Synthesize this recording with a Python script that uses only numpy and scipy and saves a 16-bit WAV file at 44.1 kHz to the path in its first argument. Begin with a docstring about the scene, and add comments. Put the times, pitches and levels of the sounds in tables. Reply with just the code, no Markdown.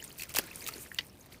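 """Bare hands slap, dig and squeeze wet mud in an open field, close to the microphone.
Wet films snap and air pockets pop, thickest as a clod lands with a soft thud near 0.37 s.
A hand slides over slick mud at 0.82 s, then a suction hole bursts open just before 1 s.
Throughout, smeared mud crackles and hisses over a faint outdoor rumble."""
import sys
import numpy as np
from scipy import signal
from scipy.fft import rfft, irfft
from scipy.io import wavfile

SR = 44100
rng = np.random.default_rng(int(sys.argv[2]) if len(sys.argv) > 2 else 0)


def master_out(mix):
    """Clip the mix to full scale and print it as 16-bit PCM to the path in sys.argv[1]."""
    frames = np.transpose(np.atleast_2d(mix))
    ceiling = np.clip(frames, -1, 1)
    pcm = np.round(ceiling * 32767).astype(np.int16)
    wavfile.write(sys.argv[1], SR, pcm)


N = 61739
T = np.arange(N) / SR


def amp(db):
    """Decibels to gain."""
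    return 10 ** (np.asarray(db) / 20)


def unit(x):
    """Scale to rms 1."""
    return x / np.sqrt(np.mean(x ** 2) + 1e-20)


def add(mix, start_s, sound):
    """Mix a sound in at start_s."""
    part = mix[max(round(start_s * SR), 0):][:len(sound)]
    part += sound[:len(part)]


def colour(x, spectrum):
    """Shape by (freq_hz, gain_db) points, at rms 1."""
    freq_hz, gain_db = np.transpose(spectrum)
    bin_hz = np.fft.rfftfreq(N, 1 / SR)
    gain = amp(np.interp(np.log(bin_hz + 1), np.log(freq_hz), gain_db))
    return unit(irfft(rfft(x) * gain, N))


def band(x, cutoff_hz, kind, order=2):
    """Butterworth low-pass or high-pass."""
    return signal.sosfilt(signal.butter(order, cutoff_hz, kind, fs=SR, output="sos"), x)


def ring(pitch_hz, swell_s):
    """Tone on a pitch curve: peaks at swell_s, then dies."""
    age = T[:len(pitch_hz)] / swell_s
    envelope = (age * np.exp(1 - age)) ** 1.348
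    return envelope * np.sin(2 * np.pi * np.cumsum(pitch_hz) / SR)


# freq_hz, gain_db
SNAP_SPECTRUM = [(180, -35.5), (300, 1.5), (781, 1), (1120, -40), (1260, -25), (1440, -5), (2610, 0),
                 (3630, -11.5), (4070, -5.5), (5570, -7), (7020, -5), (11900, -10), (15500, -4.5)]
# start_s, level_db, decay_s, highpass_hz
FILM_SNAPS = [(0.0402, -33.5, 0.00356, 6050), (0.0568, -49, 0.0036, 7880), (0.1271, -37, 0.00128, 8100),
              (0.1848, -35.5, 0.0056, 5000), (0.195, -36.5, 0.0063, 2390), (0.206, -39, 0.0059, 3000),
              (0.2208, -26, 0.00266, 2610), (0.2335, -30.5, 0.00328, 2210), (0.294, -31, 0.00119, 5000),
              (0.3398, -29, 0.00222, 3000), (0.3476, -30, 0.0017, 500), (0.3505, -25, 0.00113, 400),
              (0.3598, -22.5, 0.00574, 2500), (0.3665, -21.5, 0.00452, 1450), (0.3687, -27.5, 0.00198, 500),
              (0.3864, -10.5, 0.001343, 2010), (0.391, -27.5, 0.0021, 1800), (.4388, -37.5, 0.00247, 695),
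              (0.5578, -33, 0.00295, 5030), (0.6183, -39.5, 0.0025, 7000), (.647, -52.5, 0.0026, 5000),
              (0.6647, -33.5, 0.0043, 1500), (0.674, -28.5, 0.00385, 3100), (0.6815, -29, 0.0036, 5000),
              (.6868, -27.5, 0.00366, 1110), (.7368, -39.5, 0.00186, 3500), (0.946, -30, 0.00091, 4030),
              (.9863, -34, 0.0035, 10900), (1.2598, -47.5, 0.0045, 8100)]

def film_snaps():
    """Wet films snap: sharp sprays of wide noise that die in milliseconds."""
    out, t = np.zeros(N), T[:SR // 20]
    for start_s, level_db, decay_s, highpass_hz in FILM_SNAPS:
        spray = band(colour(rng.standard_normal(N), SNAP_SPECTRUM), highpass_hz, "high")
        rise_s = 0.1085 * decay_s
        envelope = np.minimum(t / rise_s, 1) * np.exp(-t / decay_s)
        add(out, start_s, amp(level_db) * unit(spray[-len(t):]) * envelope)
    return out


# start_s, level_db, pitch_hz, swell_s
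AIR_POPS = [(0, -43.5, 2916, 0.00263), (0.0243, -43.5, 1754, 0.00153), (0.0252, -39, 6760, 0.00138),
            (0.046, -38, 8610, 0.00132), (.0775, -44.5, 6860, 0.00103), (.105, -43, 2890, 0.00055),
            (.1155, -43.5, 4360, 0.00077), (.1975, -37, 2506, 0.00213), (.208, -36, 4330, 0.0012),
            (0.218, -42.5, 2532, 0.00113), (.234, -40, 2226, 0.00169), (0.3061, -47.5, 2850, 0.00091),
            (.3538, -28, 3040, 0.00082), (.361, -29.5, 4700, 0.00103), (0.3811, -34, 3060, 0.00094),
            (0.3847, -24, 5182, 0.001065), (.3861, -35.5, 2620, 0.00055), (.3937, -31, 3132, 0.00073),
            (0.393, -34.5, 1532, 0.00136), (0.5118, -40, 2550, 0.00178), (0.557, -36.5, 9560, 0.00133),
            (.607, -42, 4686, 0.00087), (0.6233, -41, 2167, 0.00121), (0.6405, -35.5, 6327, 0.00161),
            (0.664, -33.5, 3700, 0.00103), (0.6863, -38, 1264, 0.0034), (0.723, -40.5, 2370, 0.00055),
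            (.7372, -37.5, 4364, 0.00158), (0.7818, -41, 6590, 0.00053), (.851, -54, 2590, 0.00094),
            (.862, -44, 1558, 0.00072), (0.9159, -32.5, 1776, 0.001385), (0.9586, -49.5, 2690, 0.00155),
            (1.096, -53, 5340, 0.00194), (1.2095, -50.5, 6360, 0.00259), (1.321, -47, 3036, 0.00143),
            (1.345, -45.5, 1980, 0.00076)]

def air_pops():
    """Air pockets ring briefly, rising a little in pitch as they open."""
    out, t = np.zeros(N), T[:SR // 20]
    for start_s, level_db, pitch_hz, swell_s in AIR_POPS:
        flutter = 1 + 0.365 * unit(band(rng.standard_normal(len(t)), cutoff_hz=502, kind="low"))
        glide_hz = pitch_hz * (1 + 0.0927 * np.tanh((t / swell_s - 1) / 2))
        add(out, start_s, amp(level_db) * ring(glide_hz, swell_s) * flutter)
    return out


# start_s, level_db, final_pitch_hz, swell_s
LUMP_THUDS = [(.349, -42.5, 563, 0.0016), (.3692, -22.5, 608.5, 0.000634), (0.3897, -24.5, 285, 0.001008),
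              (.396, -31, 466, 0.001005), (.758, -40.5, 344, 0.00303), (.779, -44.5, 383.6, 0.00447),
              (.9945, -41.5, 379, 0.00125)]

def lump_thuds():
    """Soft lumps land; the pitch drops as each flattens."""
    drop_s = 0.000673
    out, t = np.zeros(N), T[:SR // 20]
    for start_s, level_db, final_pitch_hz, swell_s in LUMP_THUDS:
        glide_hz = final_pitch_hz * (1 + 2.373 * np.exp(-t / drop_s))
        add(out, start_s, amp(level_db) * ring(glide_hz, swell_s))
    return out


# freq_hz, level_db, t60_s
HOLE_MODES = [(1996, -4.5, 0.00484), (2244, -2.5, 0.0056), (2945, 4, 0.00474), (3538, -2, 0.00314),
              (4491, -3, 0.0078), (5000, -19, 0.00286)]
# start_s, level_db, length_s
SEAL_TEARS = [(0.9863, -18, 0.00164), (0.9879, -18, 0.00263), (.9909, -26, 0.00314), (.9955, -31, 0.00106),
              (1.002, -45, .0018), (1.0084, -34.5, 0.00177)]

def suction():
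    """The seal around a hand tears in quick slips that ring the hole beneath."""
    slip_period_s, highpass_hz, lowpass_hz = 1 / 1004.2, 1210, 5306
    drive, t = np.zeros(N), T[:SR // 20]
    for start_s, level_db, length_s in SEAL_TEARS:
        jitter, hiss = rng.standard_normal((2, len(t)))
        for k, slip_s in enumerate(np.arange(0, length_s, slip_period_s)):
            add(drive, start_s + slip_s + 0.09 * slip_period_s * jitter[k], amp([level_db]))
        add(drive, start_s, 0.166 * amp(level_db) * hiss * np.exp(-t / length_s))
    hole = sum(amp(db - 60 * t / t60_s) * np.cos(2 * np.pi * hz * t) for hz, db, t60_s in HOLE_MODES)
    hole = band(hole, highpass_hz, "high", order=1)
    hole = band(hole, lowpass_hz, "low", order=4)
    return signal.fftconvolve(drive, hole / abs(hole).max())[:N]


def crackle():
    """Tiny bubbles of many sizes over the hiss of sliding mud."""
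    bubbles_per_s, pitch_count, spread_db, swell_cycles = 1500, 36, 5, 1.95
    bubbles = np.zeros(N)
    for pitch_hz in np.geomspace(900, 15000, pitch_count):
        strength = amp(spread_db * np.minimum(rng.exponential(1, N), 2.8))
        onsets = rng.random(N) < bubbles_per_s / pitch_count / SR
        bubble = ring(np.full(SR // 40, pitch_hz), swell_cycles / pitch_hz) * pitch_hz
        bubbles += signal.oaconvolve(strength * onsets, bubble)[:N]
    return amp(-3) * unit(bubbles) + amp(-3.5) * rng.standard_normal(N)


# freq_hz, gain_db
MID_SPECTRUM = [(200, 5), (400, 9), (800, -2), (1400, -3), (2400, 0.5), (3300, -4), (4500, -3), (6500, -9),
                (16000, -41)]
TREBLE_SPECTRUM = [(200, -45.5), (3000, -31), (5000, -5), (7000, -2), (9000, 2), (11500, 0), (14000, 2),
                   (16000, 1)]
# time_s, mid_db, treble_db
SMEAR_LEVELS = [(0, -57, -58), (0.091, -55, -54.5), (0.149, -60.5, -61), (.175, -59, -53),
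                (0.206, -55.5, -50.5), (0.239, -53.5, -49), (.255, -53.5, -58.5), (.283, -61, -59.5),
                (.305, -46.5, -48.5), (0.332, -60, -58.5), (0.358, -47.5, -42.5), (0.391, -50, -38.5),
                (.42, -48.5, -54.5), (.53, -53.5, -56.5), (.6, -53.5, -48.5), (.69, -49.5, -52.5),
                (.715, -52, -54), (.76, -50.5, -50), (.79, -53.5, -56), (.835, -58.5, -54.5),
                (0.866, -54, -59.5), (.9, -64, -56.5), (.98, -58, -56.5), (1.01, -53.5, -62.5),
                (1.06, -64, -57), (1.12, -64, -69), (1.191, -64.5, -63), (1.213, -66.5, -61.5),
                (1.235, -61, -64), (1.291, -63.5, -71.5), (1.328, -56.5, -54.5), (1.4, -66, -70.5)]

def smear():
    """Mud crackles and hisses as fingers push through it."""
    time_s, mid_db, treble_db = np.transpose(SMEAR_LEVELS)
    mid = amp(np.interp(T, time_s, mid_db)) * colour(crackle(), MID_SPECTRUM)
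    treble = amp(np.interp(T, time_s, treble_db)) * colour(crackle(), TREBLE_SPECTRUM)
    return mid + treble


# freq_hz, gain_db
SLIDE_SPECTRUM = [(200, -43), (5000, -15.5), (7000, -2.5), (8700, 2.5), (11000, -6.5), (13800, 1),
                  (16000, -10.5)]

def hand_slide():
    """One hand slides over slick mud: a short, smooth hiss."""
    peak_s, width_s, level_db = 0.8186, 0.0258, -46.5
    envelope = np.exp(-((T - peak_s) / width_s) ** 2)
    return amp(level_db) * envelope * colour(rng.standard_normal(N), SLIDE_SPECTRUM)


def ground_scatter(mud):
    """Short, weak reflections from the ground and banks."""
    level_db, t60_s, delay_s = -17.5, 0.0473, 0.0052
    t = T[:SR // 4]
    tail = band(rng.standard_normal(len(t)), cutoff_hz=9970, kind="low", order=1)
    tail *= amp(-60 * t / t60_s) * (t > delay_s)
    return amp(level_db) * signal.fftconvolve(mud, tail / np.linalg.norm(tail))[:N]


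# freq_hz, gain_db
RUMBLE_SPECTRUM = [(20, -41), (35, -22), (58, -1), (100, -2.5), (150, -2), (260, -7), (420, -13),
                   (600, -14.5), (1000, -21), (3200, -39.5), (15000, -64)]

def field_rumble():
    """Faint, steady low noise of the open field."""
    return amp(-57) * colour(rng.standard_normal(N), RUMBLE_SPECTRUM)


def scene():
    """Mud, its scatter and the field, in mono."""
    mud = film_snaps() + air_pops() + lump_thuds() + suction() + smear() + hand_slide()
    return (mud + ground_scatter(mud) + field_rumble())[None]


def record(dry):
    """Steep low-pass band limit."""
    cutoff_hz = 15550
    lowpass = signal.firwin(401, cutoff_hz, window=("kaiser", 9), fs=SR)
    return signal.oaconvolve(dry, lowpass[None], "same")


dry = scene()
out = record(dry)
master_out(out)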